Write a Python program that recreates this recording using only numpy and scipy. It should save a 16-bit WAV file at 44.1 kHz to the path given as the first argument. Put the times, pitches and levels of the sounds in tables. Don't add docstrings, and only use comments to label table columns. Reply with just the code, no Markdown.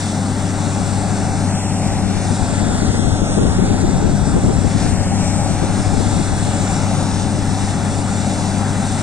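import sys
import numpy as np
from scipy import signal
from scipy.io import wavfile
from scipy.ndimage import uniform_filter1d, minimum_filter1d

SR = 44100
rng = np.random.default_rng(int(sys.argv[2]) if len(sys.argv) > 2 else 0)


def convert_level_to_amplitude(level_db):
    exponent = np.asarray(level_db, float) / 20
    return 10 ** exponent


def inscribe(sig):
    pcm = np.round(np.clip(np.atleast_2d(sig).T, -1, 1) * 32767)
    wavfile.write(sys.argv[1], SR, pcm.astype(np.int16))


N = 397782
TIME = np.arange(N) / SR
HZ = np.fft.rfftfreq(1024, 1 / SR)[:, None]
CYCLE_HZ = 16.41

# t/s, level/dB
LEFT_GUSTS = [(0, -31), (.5, -23.5), (.75, -19.5), (1.4, -20.5), (1.7, -26), (1.9, -17.5), (2.5, -15.5),
              (2.7, -14.5), (3.4, -12), (3.85, -12.5), (4.5, -12.5), (4.85, -12.5), (5.05, -17.5),
              (5.65, -16.5), (6.0, -13.5), (6.7, -19), (7.4, -19), (9.02, -24)]
# t/s, level/dB
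RIGHT_GUSTS = [(0, -41), (1.0, -32), (1.45, -32), (2.45, -38), (2.62, -28), (3.25, -25), (3.45, -21.5),
               (4.0, -22.5), (4.22, -25), (4.45, -18), (4.65, -30), (5.1, -25), (5.35, -35.5), (6.2, -26.5),
               (7.5, -35), (7.9, -31), (8.3, -38), (9.02, -38)]
# f/Hz, level/(dB per Hz)
WIND_COLOUR = [
    [(10, -14), (40, -2), (90, -2), (125, -4), (180, 0), (300, -9), (500, -17), (900, -30), (2000, -55),
     (5000, -90)],
    [(10, -8), (25, 0), (60, -4), (120, -11), (200, -10), (300, -16), (500, -30), (900, -48), (5000, -90)],
]
# t/s, level/dB
THUMP_TIMES = [
    [(2.314, -25), (2.636, -24), (2.994, -21), (3.227, -20), (3.383, -13), (3.445, -16), (3.535, -29), (3.601, -28), (3.705, -17), (4.029, -19), (4.291, -25), (4.383, -19), (4.504, -13), (4.653, -18), (4.757, -29), (5.632, -18), (5.943, -19.5), (6.006, -17), (6.198, -17.5), (6.484, -26)],
    [(2.946, -25), (3.266, -31), (3.425, -16), (3.633, -31), (3.907, -32), (3.996, -25), (4.367, -21), (4.477, -19)],
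]
# f/Hz, level/(dB per Hz)
THUMP_COLOUR = [(20, -14), (100, -5), (250, -1), (400, 0), (600, -13.5), (1000, -22.5), (3000, -66)]
# multiple of the cycle, level/dB rms
ENGINE_ORDERS = [(6, -26), (9, -37), (11, -34.5), (12, -32.5), (13, -44.5), (15, -41), (16, -38), (18, -36),
                 (24, -43.5), (25, -51.5), (26, -47), (55, -51.5), (96, -57.5), (100, -64)]
# f/Hz, level/dB rms, waver/Hz
ROTOR_TONES = [(140.3, -36, .4), (280.8, -44, .6), (1122, -59, 1.5), (1334, -54, 3.), (2508, -70, 6.)]
# t/s, f/Hz, level/dB
TURBINE_WHINE = [(0, 10725, -62), (1.4, 10705, -62), (2.2, 10685, -62), (2.7, 10665, -62),
                 (3.2, 10685, -62), (4.2, 10680, -63), (4.7, 10665, -62), (6.2, 10680, -61),
                 (9.02, 10690, -61)]
# f/Hz, level/(dB per Hz)
EXHAUST_COLOUR = [(30, -59), (120, -64.5), (150, -49.5), (210, -46), (300, -56.5), (400, -61.5),
                  (470, -65.5), (570, -54.5), (650, -59.5), (780, -53.5), (900, -62), (1030, -67),
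                  (1350, -64.5), (1750, -69.5)]
# f/Hz, level/(dB per Hz)
AIR_COLOUR = [(1750, -69), (2450, -71.5), (2750, -70.5), (3100, -74), (3450, -70), (3800, -72),
              (4800, -75.5), (6200, -70.5), (7350, -65), (8250, -71), (9300, -80), (9900, -86),
              (10800, -89.5), (14200, -99)]
# t/s, level/dB
CARRY_OVER_FIELD = [(0.0, -29), (0.37, -30.8), (0.84, -30), (2.41, -29.5), (2.55, -27.5), (2.97, -28.5),
                    (3.07, -29.5), (3.3, -27.5), (4.09, -31.5), (4.27, -31), (4.46, -29.5), (4.6, -32.5),
                    (4.83, -26.5), (4.97, -29.5), (7.2, -28), (7.29, -29.5), (8.82, -28.5), (9.01, -28.1)]
# t/s, lead of the left port/microseconds
HAND_SWAY = [(0, 10), (.95, -14), (1.36, 5), (1.57, 106), (2.15, 62), (2.35, -8), (3.0, -98), (3.55, -92),
             (4.05, -32), (4.55, -42), (5.03, 108), (5.45, 84), (6.08, -24), (6.75, -10), (6.95, 50),
             (8.1, -10), (8.55, 30), (9.02, -8)]
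# f/Hz, louder by/dB
LEFT_DUCT_GAIN = [(100, 5), (650, 2), (980, 6), (1200, 2), (1550, 4.5), (2300, 2), (3100, -8), (3500, 1),
                  (5000, 4.5), (5800, 5), (6900, -9), (8300, 9), (9650, 10), (10450, 1.5)]
# f/Hz, lead/radians
LEFT_DUCT_TURN = [(400, -.1), (950, 0), (1090, -.7), (1350, -.1), (1900, -.8), (2600, -1.4), (2950, -.8),
                  (3270, -4.8), (3620, -5.7), (4300, -6.3), (6400, -7.2), (6750, -7.0), (7500, -5.0),
                  (9500, -6.8)]
# f/Hz, likeness/(0 to 1)
PORT_LIKENESS = [(100, .99), (900, .97), (1500, .92), (2400, .9), (3100, .6), (3700, .96), (5000, .96),
                 (6000, .92), (6900, .5), (8000, .7), (9500, .4), (10500, .2)]
# f/Hz, left/dB, right/dB
BODY_SHADE = [(300, 0.5, 0), (820, 0.6, 1.1), (1430, -1.5, -1.5), (2170, 0.7, -0.2), (3500, 0.5, -.5),
              (6000, .5, -.5), (9050, .5, -0.5)]
# f/Hz, level/(dB per Hz)
FAINTEST_KEPT = [(300, -72), (1000, -75), (2000, -78), (3200, -78.5), (5000, -78.5), (7000, -78),
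                 (9000, -81), (10300, -81), (11000, -83), (12400, -90), (14200, -94)]


def evened(x):
    return x / np.sqrt(np.mean(x ** 2) + 1e-20)


def read(points, hz):
    f, value = np.transpose(points)
    return np.interp(np.log(hz + 1), np.log(f + 1), value)


def column(table, t, axis):
    columns = np.transpose(table)
    return np.interp(t, columns[0], columns[axis])


def frames(x):
    return signal.stft(x, SR, nperseg=1024, noverlap=768)[1:]


def sound(z):
    return signal.istft(z, SR, nperseg=1024, noverlap=768)[1][..., :N]


def level(z, lo_hz, hi_hz, size):
    band = z[(HZ[:, 0] > lo_hz) & (HZ[:, 0] < hi_hz)]
    power = 4 / 3 * (abs(band) ** 2).sum(0)
    return np.sqrt(uniform_filter1d(power, size) + 1e-20)


def drift(top_hz):
    rates = np.geomspace(top_hz / 30, top_hz, 16)[:, None]
    t = TIME[::256]
    waves = np.sin(2 * np.pi * (rates * t + rng.random(rates.shape)))
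    slow = (waves / np.sqrt(rates)).sum(0)
    return np.interp(TIME, t, evened(slow))


def patchy(shape, tall, wide):
    field = uniform_filter1d(rng.standard_normal(shape), tall, 0)
    return evened(uniform_filter1d(field, wide, 1))


def buffeting():
    gust_db = column(LEFT_GUSTS, TIME, axis=1)
    turned = column(HAND_SWAY, TIME, axis=1) / 100
    bite_db = -5 + .3 * (gust_db - gust_db.mean()) - 1.2 * turned + 1.3 * drift(4.)
    left_db = gust_db + 0.55 * drift(4.)
    right_db = column(RIGHT_GUSTS, TIME, axis=1) + drift(4.)
    return left_db, right_db, bite_db


def wind():
    out = []
    left_db, right_db, left_bite_db = buffeting()
    ports = ((left_db, 290, -0.037), (right_db, 100, -1.0))  # level/dB, top of rumble/Hz, trim/dB
    for port, (gust_db, top_hz, trim_db) in enumerate(ports):
        lumps = evened(uniform_filter1d(uniform_filter1d(rng.standard_normal(N), 700), 700))
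        strength = np.clip((gust_db - gust_db.max() + 14.0) / 14, 0, 1)
        t, z = frames(rng.standard_normal(N) * convert_level_to_amplitude(5.3 * strength * lumps))
        if port == 0:
            bite_db = np.interp(t, TIME, left_bite_db)
        else:
            bite_db = 6 * np.interp(t, TIME, strength) - 5
        tilt = np.clip(HZ / 180 - 1, -.35, 1)
        z = z * convert_level_to_amplitude(read(WIND_COLOUR[port], HZ) + bite_db * tilt)
        out.append(sound(z / level(z, 20, top_hz, size=24)) * convert_level_to_amplitude(gust_db + trim_db))
    return np.array(out)


def thumps():
    out, steps = [], TIME[::64]
    for table in THUMP_TIMES:
        z = frames(rng.standard_normal(N))[1] * convert_level_to_amplitude(read(THUMP_COLOUR, HZ))
        shape = sum(convert_level_to_amplitude(db + 1.5) * np.exp(-((steps - s) / .014) ** 2) for s, db in table)
        out.append(sound(z / level(z, 300, 520, size=5)) * np.interp(TIME, steps, shape))
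    return np.array(out)


def tones():
    crank = np.cumsum(CYCLE_HZ * (1 + 0.001263 * drift(2.5))) / SR
    out = np.zeros(N)
    for order, db in ENGINE_ORDERS:
        loudness = convert_level_to_amplitude(db + .6 * drift(6.))
        out += loudness * np.cos(2 * np.pi * (round(order) * crank + rng.random()))
    for hz, db, waver_hz in ROTOR_TONES:
        loudness = convert_level_to_amplitude(db + 0.56 * drift(5.3))
        out += loudness * np.cos(2 * np.pi * np.cumsum(hz + waver_hz * drift(5.5)) / SR)
    jitter_hz = 36 * evened(uniform_filter1d(rng.standard_normal(N), size=500))
    whine_hz = column(TURBINE_WHINE, TIME, axis=1) + jitter_hz
    whine_db = column(TURBINE_WHINE, TIME, axis=2) + 4.5 + 1.5 * drift(30.)
    whine = convert_level_to_amplitude(whine_db) * np.cos(2 * np.pi * np.cumsum(whine_hz) / SR)
    return np.sqrt(2) * (out + whine)


def roar():
    throb = 1 + .025 * np.cos(2 * np.pi * 6 * CYCLE_HZ * TIME)
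    t, z = frames(rng.standard_normal((2, N)) * throb * np.sqrt(SR / 2))
    patches = patchy(z.shape[1:], 14, 30)
    carry_db = column(CARRY_OVER_FIELD, t, axis=1)
    carry_db = carry_db - carry_db.mean()
    low_db = 0.6 * carry_db - 0.02 * np.interp(t, TIME, drift(4.2))
    high = np.clip((HZ - 1500) / 2200, 0, 1)
    far = HZ < 10500
    swell_db = (1 - high) * low_db * np.clip(HZ / 450, 0, 1) + high * carry_db
    flicker_db = .7 * high * np.interp(t, TIME, drift(40.))
    colour_db = read(EXHAUST_COLOUR + AIR_COLOUR[1:], HZ)
    return t, z * convert_level_to_amplitude(colour_db + far * (swell_db + flicker_db) + 0.86 * patches)


def rig():
    t, (noise, other) = roar()
    lines = frames(tones())[1]
    lead = column(HAND_SWAY, t, axis=1) / 100
    same = np.clip(read(PORT_LIKENESS, HZ), 0, 1)
    left = lines + same * noise + np.sqrt(1 - same ** 2) * other
    right = lines + noise
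    duct_hz = HZ * (1 - 0.016 * lead)
    ripples = .27j * patchy(left.shape, 5, 60) + .16 * patchy(left.shape, 5, 60)
    echoes = np.clip(HZ / 1800, 0, 1) * ripples
    turn = read(LEFT_DUCT_TURN, duct_hz) + 2 * np.pi * HZ * lead / 10 ** 4
    hz, left_shade, right_shade = np.transpose(BODY_SHADE)
    wander_db = 0.27 * np.interp(t, TIME, drift(2.7)) * np.clip(HZ / 3000, 0, 1)
    left_db = lead * np.interp(HZ, hz, left_shade) + wander_db
    right_db = lead * np.interp(HZ, hz, right_shade)
    left = left * convert_level_to_amplitude(read(LEFT_DUCT_GAIN, duct_hz) + left_db) * np.exp(1j * turn + echoes)
    return sound(np.array([left, right * convert_level_to_amplitude(right_db)]))


def scene():
    return rig() + wind() + thumps()


def band_powers(z, width):
    return (abs(z) ** 2).reshape(2, -1, width, z.shape[-1])


def sum_and_difference(z):
    return np.array([z[0] + z[1], z[0] - z[1]]) / np.sqrt(2)


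def coarse(x):
    hz, t, z = signal.stft(x, SR, "cosine", nperseg=2048)
    z, width = z[:, :1024], 8
    turned = sum_and_difference(z)
    plain = band_powers(z, width).sum(2).min(0)
    summed = band_powers(turned, width).sum(2).min(0)
    pick = np.repeat(summed < plain, width, axis=0)
    luck = uniform_filter1d(rng.standard_normal((32, len(t))), size=2, axis=1)
    budget_db = np.repeat(2.2 * evened(np.repeat(luck, 4, axis=0)), width, axis=0)
    step = 2.05 * convert_level_to_amplitude(read(FAINTEST_KEPT, hz[:1024, None]) + budget_db)
    step = step * np.sqrt(SR * np.pi ** 2 / 16 / 2048)
    kept = np.where(pick, turned, z)
    power = np.repeat(band_powers(kept, width).mean(2), width, axis=1)
    kept = np.round(kept / step) * step * (power > step ** 2 / 8)
    kept = np.where(pick, sum_and_difference(kept), kept)
    kept = np.pad(kept, ((0, 0), (0, 1), (0, 0)))
    return signal.istft(kept, SR, "cosine", nperseg=2048)[1][:, :N]


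def low_pass(x):
    return signal.sosfilt(signal.butter(12, 14266.67, fs=SR, output="sos"), x)


def record(dry):
    peak = -minimum_filter1d(-abs(dry), size=500, axis=1)
    held = dry / uniform_filter1d(np.maximum(peak / .8, 1), size=400, axis=1)
    return low_pass(coarse(held))


dry = scene()
out = record(dry)
inscribe(out)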